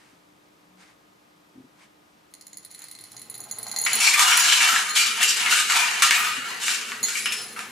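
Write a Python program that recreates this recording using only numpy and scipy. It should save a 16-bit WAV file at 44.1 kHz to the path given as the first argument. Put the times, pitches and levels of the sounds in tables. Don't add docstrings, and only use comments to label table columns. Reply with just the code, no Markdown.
import sys
import numpy as np
from scipy import signal
from scipy.fft import rfft, irfft, next_fast_len
from scipy.io import wavfile
from scipy.ndimage import uniform_filter1d

SR = 44100
rng = np.random.default_rng(int(sys.argv[2]) if len(sys.argv) > 2 else 0)


def wav_record(signal):
    frames = np.transpose(np.atleast_2d(signal))
    bounded = np.clip(frames, -1, 1)
    quanta = np.round(bounded * 32767).astype(np.int16)
    wavfile.write(sys.argv[1], SR, quanta)


N = 340011
TIME = np.arange(N) / SR
FFT_SIZE = next_fast_len(N + SR, True)
HZ = np.fft.rfftfreq(FFT_SIZE, 1 / SR)


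def amp(db):
    return 10 ** (np.asarray(db) / 20)


def unit_rms(x):
    return x / np.sqrt(np.mean(x ** 2) + 1e-20)


def curve_at(points, hz):
    pitches, values = np.transpose(points)
    return np.interp(np.log(hz + 1), np.log(pitches + 1), values)


def follow(points):
    times, levels_db = np.transpose(points)
    return amp(np.interp(TIME, times, levels_db)) * (TIME >= times[0])


def swell(peak_s, half_s, t=TIME):
    return np.exp(-.5 * ((t - peak_s) / half_s) ** 2)


def fading_tone(hz, t60, t):
    return np.sin(2 * np.pi * hz * t) * np.exp(-np.log(1000) * t / t60)


def add(mix, s, sound):
    part = mix[max(round(s * SR), 0):][:len(sound)]
    part += sound[:len(part)]


def causal(gain):
    cepstrum = irfft(np.log(np.maximum(gain / gain.max(), 1e-5)))
    half = len(cepstrum) // 2
    cepstrum[1:half] *= 2
    cepstrum[half + 1:] = 0
    response = np.exp(rfft(cepstrum))
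    return response / np.sqrt(np.mean(abs(response) ** 2))


def drift(per_s):
    knots = np.arange(0, TIME[-1] + 1, 1 / per_s)
    return unit_rms(np.interp(TIME, knots, rng.standard_normal(4096)[:len(knots)]))


def patter(per_s, spread_db, size=N):
    chance, force, side = rng.random((3, size))
    strength = amp(spread_db * np.minimum(-np.log(1 - force), 4))
    return (chance < per_s / SR) * strength * np.sign(side - .5)


def stereo_pair(a, b, likeness):
    return np.array([a, likeness * a + np.sqrt(1 - likeness ** 2) * b])


def noise(colour, likeness):
    a, b = rfft(rng.standard_normal((2, FFT_SIZE)))
    return unit_rms(irfft(stereo_pair(a, b, likeness) * amp(curve_at(colour, HZ)))[:, :N])


def hum():
    # (pitch [Hz], level [dB])
    tones = [(301, -68.5), (1238, -76.5)]
    out = 0
    for hz, db in tones:
        phase = 2 * np.pi * (hz * TIME + rng.random()) + .5 * drift(5.17)
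        out += amp(db) * np.sqrt(2) * np.sin(phase)
    return out


def room_air(level_db=-58):
    # (pitch [Hz], level [dB])
    colour = [(15, -47), (25, -24), (108, -14), (137, -10.5), (180, -5.5), (263, -11), (301, -7),
              (416, -9.5), (516, -9.5), (1130, -11), (1260, -13), (1370, -14), (3340, -20.5), (16000, -34)]
    # (pitch [Hz], likeness [-1 to 1])
    likeness = [(60, 0.51), (180, 0.91), (550, -0.21), (1650, -0.27), (4970, 0.59), (15000, 0.45)]
    return amp(level_db) * noise(colour, curve_at(likeness, HZ))


def swishes():
    # (time [s], level [dB], half length [s])
    puffs = [(0.023, -59, 0.11), (0.819, -53, 0.025), (0.894, -57.5, .03), (1.825, -54.5, 0.03),
             (2.828, -52, 0.03)]
    # (pitch [Hz], level [dB])
    colour = [(350, -45), (600, -16), (894, -8.5), (1230, -11), (2170, -7.5), (2810, -13), (9670, -21.5),
              (13000, -41)]
    return sum(amp(db) * swell(s, half_s) for s, db, half_s in puffs) * noise(colour, 0.51)


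def table_bumps(rise_s=0.006):
    # (time [s], level [dB])
    bumps = [(0.127, -51), (1.552, -42.5), (1.575, -36.5), (1.598, -39), (1.641, -42.5), (4.728, -40.5),
             (6.378, -34)]
    out, t = np.zeros(N), np.arange(SR // 5) / SR
    tones = sum(gain * np.sin(2 * np.pi * hz * t) for hz, gain in [(262, 1), (135, 0.24), (350, 0.31)])
    thud = 0.64 * tones * (t / rise_s) * np.exp(1 - t / rise_s)
    for s, db in bumps:
        add(out, s, amp(db) * thud)
    return out


def low_tone():
    # (time [s], pitch [Hz], level [dB], half length [s])
    tone = (.77, 184, -61, .055)
    s, hz, db, half_s = tone
    return amp(db) * np.sqrt(2) * np.sin(2 * np.pi * hz * TIME) * swell(s, half_s)


def link_fizz():
    # (time [s], level [dB])
    levels = [(2.3, -72), (3.2, -62), (3.8, -54), (7.7, -55)]
    treble = signal.butter(4, 10000, "high", fs=SR, output="sos")
    return unit_rms(signal.sosfilt(treble, patter(per_s=3000, spread_db=3))) * follow(levels)


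def glass_ring(t60, group_db, rise_s=0.00035):
    # (pitch [Hz], level [dB], ring time [share of the longest])
    tones = [(760, -20, .6), (1060, -18, .4), (2028, -7, .8), (4090, -8, .22), (4243, 0, .75),
             (4400, -11, .15), (6700, -9, .2), (6780, -6, .6), (6802, -2, 1.0), (9900, -10, .2),
             (10060, -2, .7), (10110, -6, .5), (10230, -9, .8), (12955, -24, .7), (13935, -14, .7),
             (13975, -13, .7)]
    # (low to middle [Hz], middle to high [Hz])
    borders_hz = [5500, 8500]
    t = np.arange(SR // 3) / SR
    ring = 0
    for hz, db, share in tones:
        force_db = db + group_db[np.searchsorted(borders_hz, hz)] + rng.normal(0, 1)
        ring += amp(force_db) * fading_tone(hz, t60 * share, t)
    return ring * (1 - np.exp(-(t / rise_s) ** 2))


def pile_jingle(per_s=200, spread_db=3.5, click_db=-6, spots=4):
    # (time [s], level [dB])
    levels = [(2.3, -68), (2.8, -53.5), (3.45, -53.5), (3.7, -42), (4.0, -33.5), (7.0, -53), (7.4, -42),
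              (7.7, -55)]
    out = np.zeros(N)
    click_band = signal.butter(2, [1500, 9000], "band", fs=SR, output="sos")
    soften = signal.butter(4, 11500, fs=SR, output="sos")
    for _ in range(spots):
        ring = signal.sosfilt(soften, glass_ring(t60=0.016, group_db=[-5, -9, 0]))
        out += unit_rms(signal.oaconvolve(patter(per_s / spots, spread_db), ring)[:N])
        out += amp(click_db) * unit_rms(signal.sosfilt(click_band, patter(per_s, spread_db)))
    return unit_rms(out) * follow(levels)


def rim_ticks(ring_db=7, tick_s=0.00028):
    # (time [s], level [dB], middle tone boost [dB], high tone boost [dB])
    strikes = [(2.3386, -47.5, 0, 5), (2.411, -47.5, 0, 1), (2.468, -48.5, 5, 7), (2.5309, -45.5, 3, -5),
               (2.5712, -45.5, 5, 10), (2.6493, -44.5, -17, 5.5), (2.7128, -51, 2, 8),
               (2.7474, -43.5, -17, 3.5), (2.7914, -50, 5, 9), (2.819, -47, 4, 5), (2.8402, -44, -9, 3.5),
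               (2.8842, -46, -15, 2), (2.913, -44, -15, 7), (2.951, -42.5, -11, -7), (2.988, -44, -9, -2),
               (3.01, -47.5, -5, 5), (3.039, -45, -9, 2), (3.1178, -48.5, 0, 4), (3.1663, -42, 1, -2),
               (3.1943, -51, 0, 8), (3.2166, -43, -8, 3), (3.299, -45, 0, 11), (3.342, -44, 2, 1),
               (3.3508, -43, -9, 4), (3.3787, -50.5, -5, 12), (3.4035, -45.5, 6, 7.5),
               (3.439, -48.5, -1, 9), (3.512, -39, 9, 6.5), (3.5854, -42.5, -14, 11.5),
               (3.6295, -40.5, -2, 7.5), (3.667, -38, -3, -3), (3.682, -46, 8, 6), (3.7145, -37, 1.5, 3),
               (3.7621, -27.5, -2, -7), (3.7866, -33, 8, 5), (3.8142, -38, -10, 12), (3.8384, -40.5, 15, 7),
               (3.85, -32.5, 6, 5.5), (3.931, -25, 1.5, 1), (3.953, -37, 5, 13.5), (4.371, -36, 10, 14.5),
               (4.3954, -32, 8, 3), (4.4234, -30.5, 5, -1), (4.8944, -35.5, 4, -7), (6.4852, -41, -6, -5),
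               (7.0297, -29.5, 3.5, 0.5), (7.0386, -32, 11.5, -3), (7.0583, -43.5, 14, -12),
               (7.4226, -54, -18, 5), (7.505, -50, -11, -4)]
    # (time [s], ring time [s])
    ring_times = [(2.3, 0.027), (3.2, 0.039), (3.5, 0.065), (4.0, 0.093), (4.9, 0.44), (7.0, 0.2)]
    # (time [s], tick boost [dB])
    tick_boosts = [(2.3, 23.5), (4.4, 10.5), (6.5, 8)]
    out, t = np.zeros(N), np.arange(SR // 100) / SR
    band = signal.butter(3, [3600, 9500], "band", fs=SR, output="sos")
    for s, db, middle_db, high_db in strikes:
        tick = signal.sosfilt(band, rng.standard_normal(len(t)) * np.exp(-t / tick_s))
        tick_db = np.interp(s, *np.transpose(tick_boosts))
        t60 = np.interp(s, *np.transpose(ring_times))
        add(out, s, amp(db + tick_db) * tick / np.linalg.norm(tick))
        add(out, s, amp(db + ring_db) * glass_ring(t60, [0, middle_db, high_db]))
    return out


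def room_tail(build_s, likeness):
    # (pitch [Hz], ring time [s])
    ring_times = [(300, 0.12), (2000, 0.6), (6000, 0.3), (14000, 0.11)]
    a, b = rng.standard_normal((2, SR // 2))
    hz, t, spectra = signal.stft(stereo_pair(a, b, likeness), SR, nperseg=256)
    fade = np.exp(-np.log(1000) * t / curve_at(ring_times, hz)[:, None])
    spectra *= fade * (1 - np.exp(-t / build_s))
    tail = signal.istft(spectra, SR, nperseg=256)[1][:, :SR // 2]
    return tail / np.linalg.norm(tail[0])


def from_glass(sound, room_db=-5, level_db=-3):
    # (delay [s], left level [dB], right level [dB])
    echoes = [(.0027, -10, 0.5), (.0088, -43, -27.5), (0.0123, -11, -2.5)]
    path = amp(room_db) * room_tail(build_s=0.0013, likeness=0.24)
    path[:, 0] += 1
    for s, left_db, right_db in echoes:
        path[:, round(s * SR)] += amp([left_db, right_db])
    return amp(level_db) * signal.oaconvolve(sound[None], path, axes=1)[:, :N]


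def glass_rocking(level_db=-60):
    # (pitch [Hz], level [dB])
    colour = [(60, -44), (105, 13), (130, 11), (180, -10), (600, -45), (2000, -80)]
    return amp(level_db) * noise(colour, 0.99) * swell(peak_s=3.6, half_s=0.4)


def pile_rumble(level_db=-1, jolt_half_s=0.022):
    # (time [s], level [dB])
    levels = [(2.7, -77), (3.1, -65), (3.25, -58), (3.95, -50), (7.7, -48)]
    # (pitch [Hz], level [dB])
    colour = [(40, -44), (85, -29.5), (122, -2), (160, -12), (230, 6), (310, -11.5), (380, 1), (460, 1.5),
              (580, -9), (850, -8), (1400, -18.5), (2100, -10.5), (3200, -14.5), (9000, -23)]
    # (time [s], boost [dB])
    jolts = [(3.96, 7), (5.25, 4.5), (5.5, 5), (7.045, 8)]
    jolts_db = sum(db * swell(s, jolt_half_s) for s, db in jolts)
    return amp(level_db + jolts_db) * noise(colour, 0.99) * follow(levels)


def edge_knocks(rise_s=0.0035):
    # (time [s], level [dB])
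    levels = [(2.9, -71), (3.5, -52.5), (4.1, -42), (4.6, -72), (7.7, -59)]
    # (pitch [Hz], level [dB], ring time [s])
    tones = [(610, 5, 0.041), (718, -4.5, 0.098), (848, 7, 0.036), (1055, 1.5, 0.033), (1280, 6, 0.019),
             (1580, -2, 0.025)]
    t = np.arange(SR // 8) / SR
    ring = sum(amp(db) * fading_tone(hz, t60, t) for hz, db, t60 in tones)
    knock = np.diff(ring * (1 - np.exp(-t / rise_s)), prepend=0)
    hits = patter(per_s=150, spread_db=6)
    return unit_rms(signal.oaconvolve(hits, knock)[:N]) * follow(levels)


def from_below(sound, room_db, near_db, near_s, likeness):
    t = np.arange(SR // 2) / SR
    shared, left, right = rng.standard_normal((3, len(t)))
    near = (shared + 1.46 * np.array([left, right])) * np.exp(-t / near_s)
    path = amp(room_db) * room_tail(0.012, likeness) + amp(near_db) * near / np.linalg.norm(near[0])
    path[:, 0] += 1
    return signal.fftconvolve(sound[None], path / np.linalg.norm(path[0]), axes=1)


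def surface_gain(narrowest_hz=25, bass_cut_hz=250):
    # (pitch [Hz], level [dB])
    colour = [(400, -18.5), (600, -30), (700, -19), (900, -5), (1250, 2.5), (1800, 5), (2400, 6),
              (3000, 0.5), (3700, -3.5), (5200, -8), (7000, -6), (9800, -12), (11500, -17), (15000, -26.5)]
    # (pitch [Hz], width [Hz], boost [dB])
    peaks = [(705, 83, 8.5), (676, 21, -2.5), (837, 24, -2), (964, 20, 5.5), (1232, 23.5, 10),
             (1363, 33, 6), (1429, 32, 2), (1495, 10, 3), (1630, 23, -2), (1743, 35, 7), (1860, 28, -6),
             (1880, 30, 8.5), (2249, 36, 6), (2400, 140, 3.5), (2863, 23, 6), (2720, 39, 10.5),
             (3057, 90, 7), (3460, 38, 9), (4140, 260, 1.5), (5340, 150, 1.5)]
    peaks_db = sum(db / (1 + (2 * (HZ - hz) / max(width, narrowest_hz)) ** 2) for hz, width, db in peaks)
    return amp(curve_at(colour, HZ) + peaks_db) * HZ ** 2 / (HZ ** 2 + bass_cut_hz ** 2)


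def surge_forces(knock_db=3.5, knock_share=0.55):
    # (peak time [s], level [dB], rise [s], hold [s], weight or thud boost [dB], sizzle boost [dB])
    surges = [(3.866, -29, .019, 0.21, -12, -4), (4.035, -28.5, 0.024, 0.024, -0.5, 10),
              (4.181, -20, 0.014, 0.025, -0.5, 2.5), (4.292, -19, 0.057, 0.13, -11, -2.5),
              (4.476, -20, 0.051, 0.1, -13.5, -2), (4.63, -21.5, 0.12, 0.13, -6, -2),
              (4.957, -18.5, .012, 0.02, -15, 0.5), (5.163, -21, 0.023, 0.011, -9, -5.5),
              (5.225, -27, 0.017, 0.08, -30, 6), (5.38, -23, 0.054, 0.074, -11, -8),
              (5.521, -20, 0.066, 0.042, -13.5, -0.5), (5.704, -21, 0.017, 0.062, -4, 0),
              (5.875, -25, 0.1, 0.11, -7.5, -5.5), (6.027, -23, .006, .004, -9.5, 2.5),
              (6.124, -22.5, .01, 0.13, -10.5, -5), (6.472, -33.5, 0.04, .11, -5, -7),
              (6.652, -25, 0.071, 0.048, -13.5, 0.5), (6.9, -41.5, 0.024, 0.011, -4, 0),
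              (7.07, -36.5, 0.038, 0.094, -14, 5), (7.317, -37.5, .008, 0.02, -7.5, 4),
              (7.575, -51.5, .012, .01, 9.5, 10.5)]
    # (thuds [dB/s], knocks [dB/s], clacks [dB/s], sizzle [dB/s])
    fade_rates = [93, 55, 72, 84]
    power = np.zeros((len(fade_rates), N))
    for s, db, rise_s, hold_s, weight_db, sizzle_db in surges:
        t = np.arange(SR) / SR - rise_s
        rise = np.minimum(1 + t / rise_s, 1)
        fading_s = np.maximum(t - hold_s, 0)
        levels = db + np.array([weight_db, knock_db + knock_share * weight_db, 0, sizzle_db])
        for band, level, rate in zip(power, levels, fade_rates):
            add(band, s - rise_s, (rise * amp(level - rate * fading_s)) ** 2)
    return np.sqrt(power)


def spot_colour(ripple_db=3.8, spacing_hz=170, size=2048):
    hz = np.fft.rfftfreq(size, 1 / SR)
    knots = np.arange(512) * spacing_hz
    ripple = np.interp(hz, knots, rng.standard_normal(len(knots)))
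    return irfft(causal(amp(ripple_db * ripple)))


def landing_clatter(wander_db=9, clump_db=2, spots=10):
    borders_hz = [560, 1050, 2000, 3800, 15000]
    surface = surface_gain()
    bands = [causal(surface / np.sqrt((1 + (low / (HZ + 1)) ** 10) * (1 + (HZ / high) ** 10)))
             for low, high in zip(borders_hz, borders_hz[1:])]
    clumps = unit_rms(amp(clump_db * drift(90)))
    forces = surge_forces() * clumps
    shares = amp(wander_db * np.array([drift(14) for _ in range(spots)]))
    shares /= np.linalg.norm(shares, axis=0)
    spectrum = 0
    for share in shares:
        hits = share * unit_rms(patter(per_s=1100, spread_db=2.5))
        struck = sum(rfft(hits * force, FFT_SIZE) * band for force, band in zip(forces, bands))
        path = from_below(spot_colour(), room_db=-4.5, near_db=3.5, near_s=0.018, likeness=0.48)
        spectrum += struck * rfft(path, FFT_SIZE)
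    return irfft(spectrum)[:, :N]


def loop_slaps(shower_db=-12, shower_s=0.012, knock_db=2, ring_db=12, ring_octaves=0.17):
    # (time [s], level [dB], ring pitch [Hz], treble [dB], first knock [dB])
    slaps = [(3.864, -9, 2120, -3, -9), (4.001, -8, 2380, 14, -14), (4.042, -7, 2390, 9, -2),
             (4.068, -4, 2300, 7, -5), (4.137, -6, 2270, 3.5, -11), (4.194, -4.5, 1170, 8, -7),
             (4.32, -5.5, 3030, -18, -17), (4.488, -8.5, 3200, 9, -2), (4.524, -7, 3080, 4, -22),
             (4.605, -8.5, 2400, -46, -9), (4.761, -11, 1690, -12, -1), (4.962, -11.5, 3200, 0, 3),
             (5.212, -12, 1840, 3, 0), (5.23, -4.5, 2860, 12, 1), (5.462, -10.5, 1980, -6, 1.5),
             (5.524, -7.5, 1450, 2, -16), (5.7, -16, 2600, -17, 7), (5.722, -13.5, 1320, 0, 9.5),
             (5.759, -12, 1280, 2, 4), (6.022, -1.5, 1160, 2, -6), (6.109, -6, 1980, 2, 4.5),
             (6.682, -14, 1550, -2, 6.5), (6.919, -22.5, 1260, -11, 5), (7.084, -15.5, 1490, 9, -8),
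             (7.151, -15, 2260, 5.5, -7), (7.17, -15.5, 2330, 11, -18), (7.258, -11, 2960, -2, 1),
             (7.322, -14.5, 2920, 12, -2), (7.562, -23.5, 1320, -26, -12), (7.592, -24.5, 1570, -7, 7.5)]
    out, t = np.zeros((2, N)), np.arange(SR // 5) / SR
    hz = np.fft.rfftfreq(len(t), 1 / SR) + 1
    surface = np.interp(hz, HZ, surface_gain())
    for s, db, ring_hz, treble_db, first_db in slaps:
        colour = surface * amp((treble_db + 6.5) / (1 + (3800 / hz) ** 4))
        ringing = colour * amp(ring_db / (1 + (np.log2(hz / ring_hz) / ring_octaves) ** 2))
        hits = patter(per_s=2500, spread_db=1, size=len(t)) * np.exp(-t / shower_s)
        beads = irfft(rfft(hits) * causal(ringing))
        shower = from_below(beads, room_db=-5.5, near_db=1.5, near_s=0.012, likeness=1)
        shower /= np.sqrt(np.mean(shower[:, :SR // 50] ** 2))
        knock = from_below(irfft(causal(colour)), room_db=-4.5, near_db=-5, near_s=0.0017, likeness=.5)
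        knock /= abs(knock).max()
        for channel, sound in zip(out, amp(shower_db) * shower + amp(knock_db + first_db) * knock):
            add(channel, s, amp(db) * sound)
    return out


def spot_rings(half_s=.028, t60=.07):
    # (loudest time [s], pitch [Hz], level [dB])
    rings = [(4.07, 4340, -27), (4.09, 4134, -36), (4.2, 3470, -26.5), (4.22, 1192, -24),
             (4.281, 2880, -23.5), (4.348, 1412, -27), (4.35, 5680, -28), (4.5, 4091, -27),
             (4.711, 1329, -23), (5.01, 2366, -24.5), (5.031, 4500, -32), (5.27, 2756, -27.5),
             (5.55, 1488, -29), (5.81, 2420, -24), (6.16, 2450, -25), (6.2, 1248, -26), (6.28, 1244, -31.5),
             (7.226, 10200, -38), (7.28, 5211, -35), (7.336, 10340, -39), (7.36, 5211, -37),
             (7.45, 10260, -42), (7.59, 10300, -47)]
    out, t = np.zeros((2, N)), np.arange(SR // 3) / SR
    for s, hz, db in rings:
        hits = patter(per_s=1500, spread_db=1.5, size=len(t)) * swell(t[-1] / 2, half_s, t)
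        tone = np.diff(fading_tone(hz, t60, t), 2, prepend=[0, 0])
        ring = from_below(signal.fftconvolve(hits, tone), room_db=-5, near_db=-6, near_s=.004, likeness=.7)
        power = uniform_filter1d((ring ** 2).mean(0), SR // 25)
        for channel, sound in zip(out, ring / np.sqrt(power.max())):
            add(channel, s - power.argmax() / SR, amp(db) * sound)
    return out


def lean_left(sound, db):
    return sound * amp([[db], [-db]])


def scene():
    glass = from_glass(rim_ticks() + pile_jingle() + link_fizz() + edge_knocks())
    below = landing_clatter() + loop_slaps() + spot_rings()
    table = table_bumps() + glass_rocking() + pile_rumble()
    room = hum() + room_air() + swishes() + low_tone()
    return lean_left(glass, .4) + lean_left(below, .6) + lean_left(table, 1) + lean_left(room, .5)


def record(dry, cutoff_hz=15900):
    # (pitch [Hz], level [dB])
    treble = [(12500, 0), (14200, 2.5), (15500, -14)]
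    shaped = irfft(rfft(dry, FFT_SIZE) * amp(curve_at(treble, HZ)))[:, :N]
    lowpass = signal.firwin(511, cutoff_hz, window=("kaiser", 9), fs=SR)
    return signal.oaconvolve(shaped, lowpass[None], "same")


dry = scene()
out = record(dry)
wav_record(out)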